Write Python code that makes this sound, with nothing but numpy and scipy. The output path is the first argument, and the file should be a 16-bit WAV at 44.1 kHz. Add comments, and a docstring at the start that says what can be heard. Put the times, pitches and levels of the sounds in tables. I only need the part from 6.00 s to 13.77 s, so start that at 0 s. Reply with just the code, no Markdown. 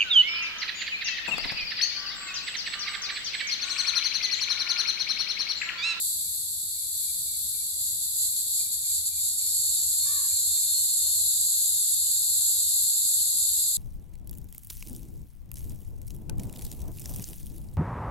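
"""Evening at a pond among trees

A far chorus of cicadas buzzes; a near one warms up in swells, then holds its song, and a neighbour joins.
Their sound is a train of clicks from buckling ribs, coloured by the resonances of the belly.
A katydid throbs and a far cricket chirps, both by rubbing their wings. A crow calls once, water plops,
a brief tone blips, and far traffic rumbles and whines. Trees add echoes. The treble differs between
left and right, and the right side falls silent above about 13 kHz."""
import sys
import numpy as np
from scipy import signal
from scipy.fft import rfft, irfft, next_fast_len
from scipy.io import wavfile
from scipy.ndimage import map_coordinates

SR = 44100
rng = np.random.default_rng(int(sys.argv[2]) if len(sys.argv) > 2 else 0)


def persist_wave(psi):
    """Save psi, clipped to +-1, as 16-bit WAV."""
    counts = np.round(np.clip(psi, -1, 1) * 32767).astype(np.int16)
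    wavfile.write(sys.argv[1], SR, np.atleast_2d(counts).T)


N = 342657

# The near cicada's muscle cycle (both drums buckle once), slowing as the song settles: time_s, rate_hz
MUSCLE_CYCLE = [(1.6, 157.6), (2.6, 157.2), (3.3, 155.5), (3.65, 156.1), (3.95, 152.8), (4.3, 152.4),
                (7.77, 152.2)]


def amp(db):
    """Decibels as an amplitude ratio."""
    return 10 ** (np.asarray(db) / 20)


def unit(x):
    """Scaling to unit RMS."""
    return x / np.sqrt(np.mean(x ** 2) + 1e-20)


def along(points, hz):
    """Interpolation of (frequency_hz, value) points on a log frequency axis."""
    f, v = np.transpose(points)
    return np.interp(np.log(hz + 1), np.log(f + 1), v)


def curves(rows):
    """Linear interpolation of each column after time_s, one value a sample."""
    s, *cols = np.transpose(rows)
    return [np.interp(np.arange(N) / SR, s, c) for c in cols]


def wobble(rate_hz):
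    """Smooth random modulation: a spline through rate_hz knots a second."""
    coarse = np.arange(0, N + 32, 32)
    knots = rng.standard_normal(int(N * rate_hz / SR) + 4)
    return np.interp(np.arange(N), coarse, map_coordinates(knots, [coarse * rate_hz / SR]))


def filtered(x, response):
    """Linear filtering: the spectrum times a complex frequency response."""
    m = next_fast_len(N + SR // 2)
    return irfft(rfft(x, m) * response(np.fft.rfftfreq(m, 1 / SR)), m)[..., :N]


def among_trees(x, lag_s, wet_db):
    """Delay and scattering: x reaches the right later; trunks and leaves give each side its own tail."""
    # Reverberation time: frequency_hz, t60_s
    decay = [(500, 0.166), (2000, 0.68), (8000, 0.165)]
    hz, t, noise = signal.stft(rng.standard_normal((2, SR // 2)), SR, nperseg=256)
    tail = signal.istft(noise * amp(-60 * t / along(decay, hz)[:, None]), SR, nperseg=256)[1]
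    wet = signal.fftconvolve(np.atleast_2d(x), tail / np.linalg.norm(tail[0]), axes=1)[:, :N]
    direct = filtered(x, lambda f: np.exp(-2j * np.pi * f * np.array([[0], [lag_s]])))
    return direct + amp(wet_db) * wet


def traffic():
    """Narrow-band engine hum over broadband rumble and air, coherent between the sides only in the bass."""
    # Engine hum: time_s, level_db
    hum_level = [(0, -65), (.56, -60), (1, -68), (1.7, -58), (1.9, -66), (3.35, -59), (4.7, -58),
                 (4.8, -65), (5.13, -57), (5.63, -66), (6.2, -59), (6.4, -65), (7.12, -59), (7.77, -62)]
    # Spectrum of rumble and air: frequency_hz, relative_db
    spectrum = [(15, -64), (30, -18.5), (50, -6.5), (70, -3.5), (110, -5.5), (180, -12.5), (295, -24.5),
                (540, -23.5), (1000, -28), (1650, -57), (2550, -30.5), (3500, -56)]
    # Likeness of left and right: frequency_hz, correlation
    coherence = [(60, 0.976), (150, 0.975), (300, 1), (600, 0.22), (1500, 0.026)]
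    spread = lambda hz: np.arccos(np.clip(along(coherence, hz), -1, 1)) / 2
    colour = lambda hz: amp(along(spectrum, hz)) * [np.cos(spread(hz)), np.sin(spread(hz))]
    mid, side = filtered(rng.standard_normal((2, N)), colour)
    drone = lambda hz: 1 / (1 + ((hz - 81) / 8) ** 2) + 0.069 / (1 + ((hz - 172) / 6) ** 2)
    hum = unit(filtered(rng.standard_normal(N) + 0.134 * rng.standard_normal((2, N)), drone))
    rumble = amp(-59.5 + 0.34 * wobble(3.08)) * unit(np.array([mid + side, mid - side]))
    return rumble + amp(curves(hum_level)[0]) * hum


def motor_whine(start_s=0.49, length_s=1.5, fundamental_hz=502, climb_hz_per_s=13):
    """Harmonics two and three of a distant motor glide upward, fading in and out."""
    t = np.arange(N) / SR - start_s
    phase = 2 * np.pi * np.cumsum(fundamental_hz + climb_hz_per_s * t + 2.15 * wobble(14)) / SR
    fade = np.sqrt(np.abs(np.sin(np.pi * np.clip(t / length_s, 0, 1))))
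    return fade * amp(-82 + 1.5 * wobble(11.4)) * (np.sin(3 * phase) + 0.5 * np.sin(2 * phase))


def plop(start_s=3.41, pitch_hz=510, t60_s=.15):
    """A damped oscillation, rising slightly in pitch: one soft plop from the water."""
    t = np.clip(np.arange(N) / SR - start_s, 0, 1)
    envelope = amp(-63 - 60 * t / t60_s) * (1 - np.exp(-t / .004))
    return envelope * np.sin(2 * np.pi * pitch_hz * t * (1 + .6 * t))


def tone_blip(start_s=7.187, length_s=0.0265, pitch_hz=3100):
    """A sine under a half-sine envelope: one brief tone blip."""
    t = np.clip(np.arange(N) / SR - start_s, 0, length_s)
    return amp(-51) * np.sin(np.pi * t / length_s) * np.sin(2 * np.pi * pitch_hz * t)


def crow(start_s=4.046, attack_s=0.0243, hold_s=0.12, release_s=0.033, top_s=4.125, top_hz=598):
    """A harmonic series on an arched pitch, made hoarse by random modulation; the far bank reflects it."""
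    # Partials of the voice: harmonic, relative_db
    throat = [(1, -13.5), (2, 2.5), (3, 1), (4, -12.5)]
    t = np.arange(N) / SR
    pitch_hz = np.clip(top_hz - 125 * (10 * (t - top_s)) ** 2, 0, None)
    breath = np.interp(t - start_s, np.cumsum([0, attack_s, hold_s, release_s]), [0, 1, 1, 0])
    phase = 2 * np.pi * np.cumsum(pitch_hz) / SR + 0.15 * wobble(130)
    voice = breath * sum(amp(-47.5 + db + 2.2 * wobble(45)) * np.sin(k * phase) for k, db in throat)
    bank_echo = amp(-11) * np.roll(voice, round(.075 * SR))
    return among_trees(voice + bank_echo, lag_s=0.00036, wet_db=-10)


def cricket(stroke_s=0.045, spacing_s=.056):
    """Stridulation: three raspy wing strokes a chirp, the last faint, the tone sinking through each."""
    # Chirps: time_s, level_db, nominal_pitch_hz
    chirps = [(0.1994, -66, 2330), (0.7557, -63.5, 2311), (1.0221, -61, 2330), (1.2765, -61, 2297),
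              (1.5424, -62, 2333), (2.3136, -67, 2380), (2.594, -59, 2367), (2.842, -60.5, 2330),
              (3.1093, -59.5, 2360), (3.4, -61.5, 2307), (4.0297, -59, 2322), (4.2976, -60, 2361),
              (4.562, -60.5, 2350)]
    song, t = np.zeros(N + SR), np.arange(int(stroke_s * SR)) / SR
    envelope = np.sqrt(np.abs(np.sin(np.pi * t / t[-1])))
    for time_s, db, hz in chirps:
        for k, stroke_db in enumerate([0, -.5, -10]):
            stroke_hz = hz + rng.normal(0, 15.3)
            tone = np.sin(2 * np.pi * stroke_hz * (1.02 * t - rng.uniform(0.281, 0.574) * t * t))
            onset = round((time_s - .006 + spacing_s * k) * SR)
            song[onset:][:len(t)] += amp(db + stroke_db) * envelope * tone
    rasp = 0.89 + 0.568 * wobble(330)
    return among_trees(song[:N] * rasp, lag_s=0.00034, wet_db=-11)


def katydid(throb_hz=10.19, resonance_hz=10300):
    """Amplitude modulation: a wing rasp in one broad resonance, pressed at a steady beat."""
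    # The rasp: time_s, level_db
    level = [(0, -50), (1.3, -39.5), (2, -41.5), (2.8, -43.5), (4.5, -40), (6.2, -35), (7.77, -34.5)]
    beat = throb_hz * (np.arange(N) / SR - .027) + 0.067 * wobble(1.88)
    press = 0.5 + (.5 + .5 * np.cos(2 * np.pi * beat)) ** 2
    rasp = press * amp(2.66 * wobble(7.3)) * rng.standard_normal((2, N))
    resonance = lambda hz: 1 / (1 + ((hz - resonance_hz) / 800) ** 4)
    return amp(curves(level)[0]) * unit(filtered(rasp, resonance))


def drums(cycle_hz, second_drum_cycles, noise_share, jitter_cycles):
    """Impulse excitation: each buckling rib of a cicada's two drums gives a click and a puff of noise."""
    # The two ribs of a drum: delay_cycles, relative_db
    ribs = [(0, 0), (.24, -7)]
    cycles = np.cumsum(cycle_hz) / SR + rng.random()
    clicks, puffs = np.zeros(N + 16), np.zeros(N)
    taps = np.arange(-7, 9)
    for start in (0, second_drum_cycles):
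        for delay, db in ribs:
            phase = cycles - start - delay
            whole = np.arange(np.ceil(phase[8]), phase[-1])
            buckles = whole + jitter_cycles * rng.standard_normal(len(whole))
            at = np.clip(np.interp(buckles, phase, np.arange(N)), 8, N)
            spots = at.astype(int)[:, None] + taps
            gap = spots - at[:, None]
            size = amp(db + 0.62 * rng.standard_normal(len(whole)))[:, None]
            pulses = size * np.sinc(gap) * np.cos(np.pi * gap / 16) ** 2  # band-limited impulses
            clicks += np.bincount(spots.ravel(), pulses.ravel(), N + 16)
            puffs += amp(db) * np.exp(-((phase % 1 - .2) / .085) ** 2)
    # the clicks keep their shape best around the belly's lowest resonance
    belly = filtered(unit(clicks[:N]), lambda hz: .5 + 0.154 / (1 + ((hz - 4100) / 700) ** 4))
    air = rng.standard_normal((2, N)) + 0.38 * rng.standard_normal(N)  # scatters differently to each side
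    return np.sqrt(1 - noise_share) * belly + np.sqrt(noise_share) * unit(puffs * air)


def far_chorus(singers=5):
    """Incoherent summation: cicadas at their own rates and places, blurred by reverberation."""
    # Colour of the chorus: frequency_hz, relative_db
    spectrum = [(2400, -45.5), (3230, -32.5), (3330, -19.5), (3650, -13), (4200, -10), (4360, -7.5),
                (4550, -9.5), (5200, -20.5), (6300, -16), (7700, 2), (8500, -2.5), (9100, -20), (10300, -2),
                (11700, 0), (12900, -10), (14000, -38), (15500, -26)]
    # The whole chorus: time_s, level_db
    level = [(0, -26), (.35, -29), (1.4, -29.5), (2.4, -30), (3.3, -30.5), (4, -33), (7.77, -28)]
    crowd = 0
    for pace, side in rng.standard_normal((singers, 2)):
        cycle_hz = (157 + 6 * pace) * (1 + .004 * wobble(.7))
        buzz = drums(cycle_hz, second_drum_cycles=.51, noise_share=0.78, jitter_cycles=0.002)
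        flicker = amp(1.35 * wobble(2.995) + 1.67 * wobble(9))
        crowd = crowd + among_trees(flicker * buzz, lag_s=0.0004084 * (1 + 0.082 * side), wet_db=2)
    return amp(curves(level)[0]) * unit(filtered(crowd, lambda hz: amp(along(spectrum, hz))))


def partials(fundamental_hz, table, flicker_db, blur_rad):
    """Line broadening: each (harmonic, level_db) partial flickers in level and phase on its own."""
    phase = 2 * np.pi * np.cumsum(fundamental_hz) / SR
    return sum(amp(db + flicker_db * wobble(14)) * np.sin(k * phase + blur_rad * wobble(22))
               for k, db in table)


def belly_tones(effort, neighbour_hz=153.3):
    """Resonance: thin, broken tones ring out of the near cicada, its neighbour and one far singer."""
    # The near cicada's upper and low partials: harmonic, relative_db
    upper_tones = [(24, -9), (26, -13), (28, -1.5), (29, -7), (33, -9)]
    low_tones = [(18, -44), (19, -61), (20, -40.5), (22, -39)]
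    # How clearly its belly rings on the upper ones: time_s, gain_db
    ringing = [(2, -20), (3.3, -13), (3.75, -14.5), (3.92, -23), (4.02, -11.5), (4.18, -12.5), (4.28, -24),
               (4.36, -12), (4.65, -11.5), (5.3, -14), (5.8, -17), (6.3, -17), (6.75, -17.5), (7.77, -19)]
    # The neighbour's partials: harmonic, relative_db
    neighbour_tones = [(24, -3), (25, -1), (27, 2), (31, -2)]
    # The neighbour joining in: time_s, level_db
    neighbour_level = [(4.5, -75), (5.5, -50), (6.5, -46), (7.77, -49)]
    # The far singer's belly ring, clearest early on: time_s, pitch_hz, level_db
    far_ring = [(0, 4390, -52), (.7, 4385, -52), (1.2, 4365, -52), (1.7, 4345, -53), (2.2, 4340, -63),
                (7.77, 4340, -70)]
    cycle_hz, = curves(MUSCLE_CYCLE)
    upper = amp(curves(ringing)[0]) * partials(cycle_hz, upper_tones, flicker_db=2.5, blur_rad=0.92)
    low = partials(cycle_hz, low_tones, flicker_db=3.5, blur_rad=1.94)
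    neighbour = partials(np.full(N, neighbour_hz), neighbour_tones, flicker_db=1.5, blur_rad=1)
    neighbour *= amp(curves(neighbour_level)[0])
    ring_hz, ring_db = curves(far_ring)
    far = amp(ring_db) * partials(ring_hz, [(1, 0)], flicker_db=4.5, blur_rad=3.2)
    return among_trees(effort * (upper + low) + neighbour + far, lag_s=0.00027, wet_db=-9)


def cicada_effort(fade_db=9, flutter_db=0.29):
    """Amplitude envelope of the near cicada: warm-up swells and held song add in power."""
    # Long swells, each followed by a short burst: peak_s, rise_s, fall_s, peak_db
    swells = [(1.85, 0.086, 0.115, -28.5), (2.035, 0.029, 0.045, -30), (2.225, 0.073, 0.09, -25),
              (2.375, 0.02, 0.052, -28.5), (2.59, 0.12, 0.082, -25.5), (2.74, 0.031, 0.033, -28),
              (2.95, 0.15, 0.088, -27), (3.068, 0.019, 0.0346, -26.5), (3.27, 0.15, 0.097, -26.5),
              (3.39, 0.013, .045, -28)]
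    # The held song: time_s, level_db
    song = [(3.38, -42), (3.45, -28.5), (3.55, -25.5), (4.1, -25), (4.8, -25), (5.5, -24.5), (6.2, -25.5),
            (6.8, -24.5), (7.3, -25), (7.77, -25.5)]
    t = np.arange(N) / SR
    swell_power = sum(amp(db - fade_db * ((t - s) / np.where(t < s, rise, fall)) ** 2) ** 2
                      for s, rise, fall, db in swells)
    song_power = amp(curves([(3.3, -97)] + song)[0]) ** 2
    return np.sqrt(swell_power + song_power) * amp(flutter_db * wobble(14))


def near_cicada(effort, bounce_s=.00642, bounce_gain=0.338):
    """Comb filtering: the buzz interferes in the treble with its own reflection off the water."""
    # Colour of the buzz: frequency_hz, relative_db
    spectrum = [(1470, -49.5), (2500, -51.5), (2980, -37), (3220, -61), (3300, -25), (3690, -12),
                (4400, -6), (5290, -14), (5840, -18.5), (7400, 5.5), (7660, 1), (8100, 5.5), (8500, -3),
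                (9090, -20), (10500, -1.5), (11400, 3), (15500, -35.5)]
    buzz = drums(curves(MUSCLE_CYCLE)[0], second_drum_cycles=.505, noise_share=0.37, jitter_cycles=.0038)
    buzz = among_trees(buzz, lag_s=.0003, wet_db=-6)
    comb = lambda hz: 1 + bounce_gain * (hz > 5500) * np.exp(-2j * np.pi * hz * bounce_s)
    colour = lambda hz: amp(along(spectrum, hz)) * comb(hz)
    return effort * amp([[.7], [-.7]]) * unit(filtered(buzz, colour))  # a little to the left


def scene():
    """Superposition of all sources; one effort drives the near cicada's buzz and tones."""
    effort = cicada_effort()
    insects = near_cicada(effort) + belly_tones(effort) + far_chorus() + katydid() + cricket()
    return insects + crow() + motor_whine() + plop() + tone_blip() + traffic()


def record(dry, top_hz=15680):
    """Left-right treble balance and band limit; the right side falls silent above about 13 kHz."""
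    # Left side against right: frequency_hz, balance_db
    left_over_right = [(500, -0.5), (1150, -1.5), (1750, 0.5), (2400, 0.5), (4000, -2), (6000, -2),
                       (7000, -2), (7800, -10.5), (8700, -3), (9400, 17), (10200, 14.5), (11200, 11.5),
                       (12400, 12), (13000, 12), (13500, 27)]
    lean = lambda hz: np.arctan(amp(along(left_over_right, hz)))
    balance = lambda hz: np.sqrt(2) * np.array([np.sin(lean(hz)), np.cos(lean(hz))])
    return filtered(dry, lambda hz: balance(hz) * (hz < top_hz))


dry = scene()
out = record(dry)
persist_wave(out)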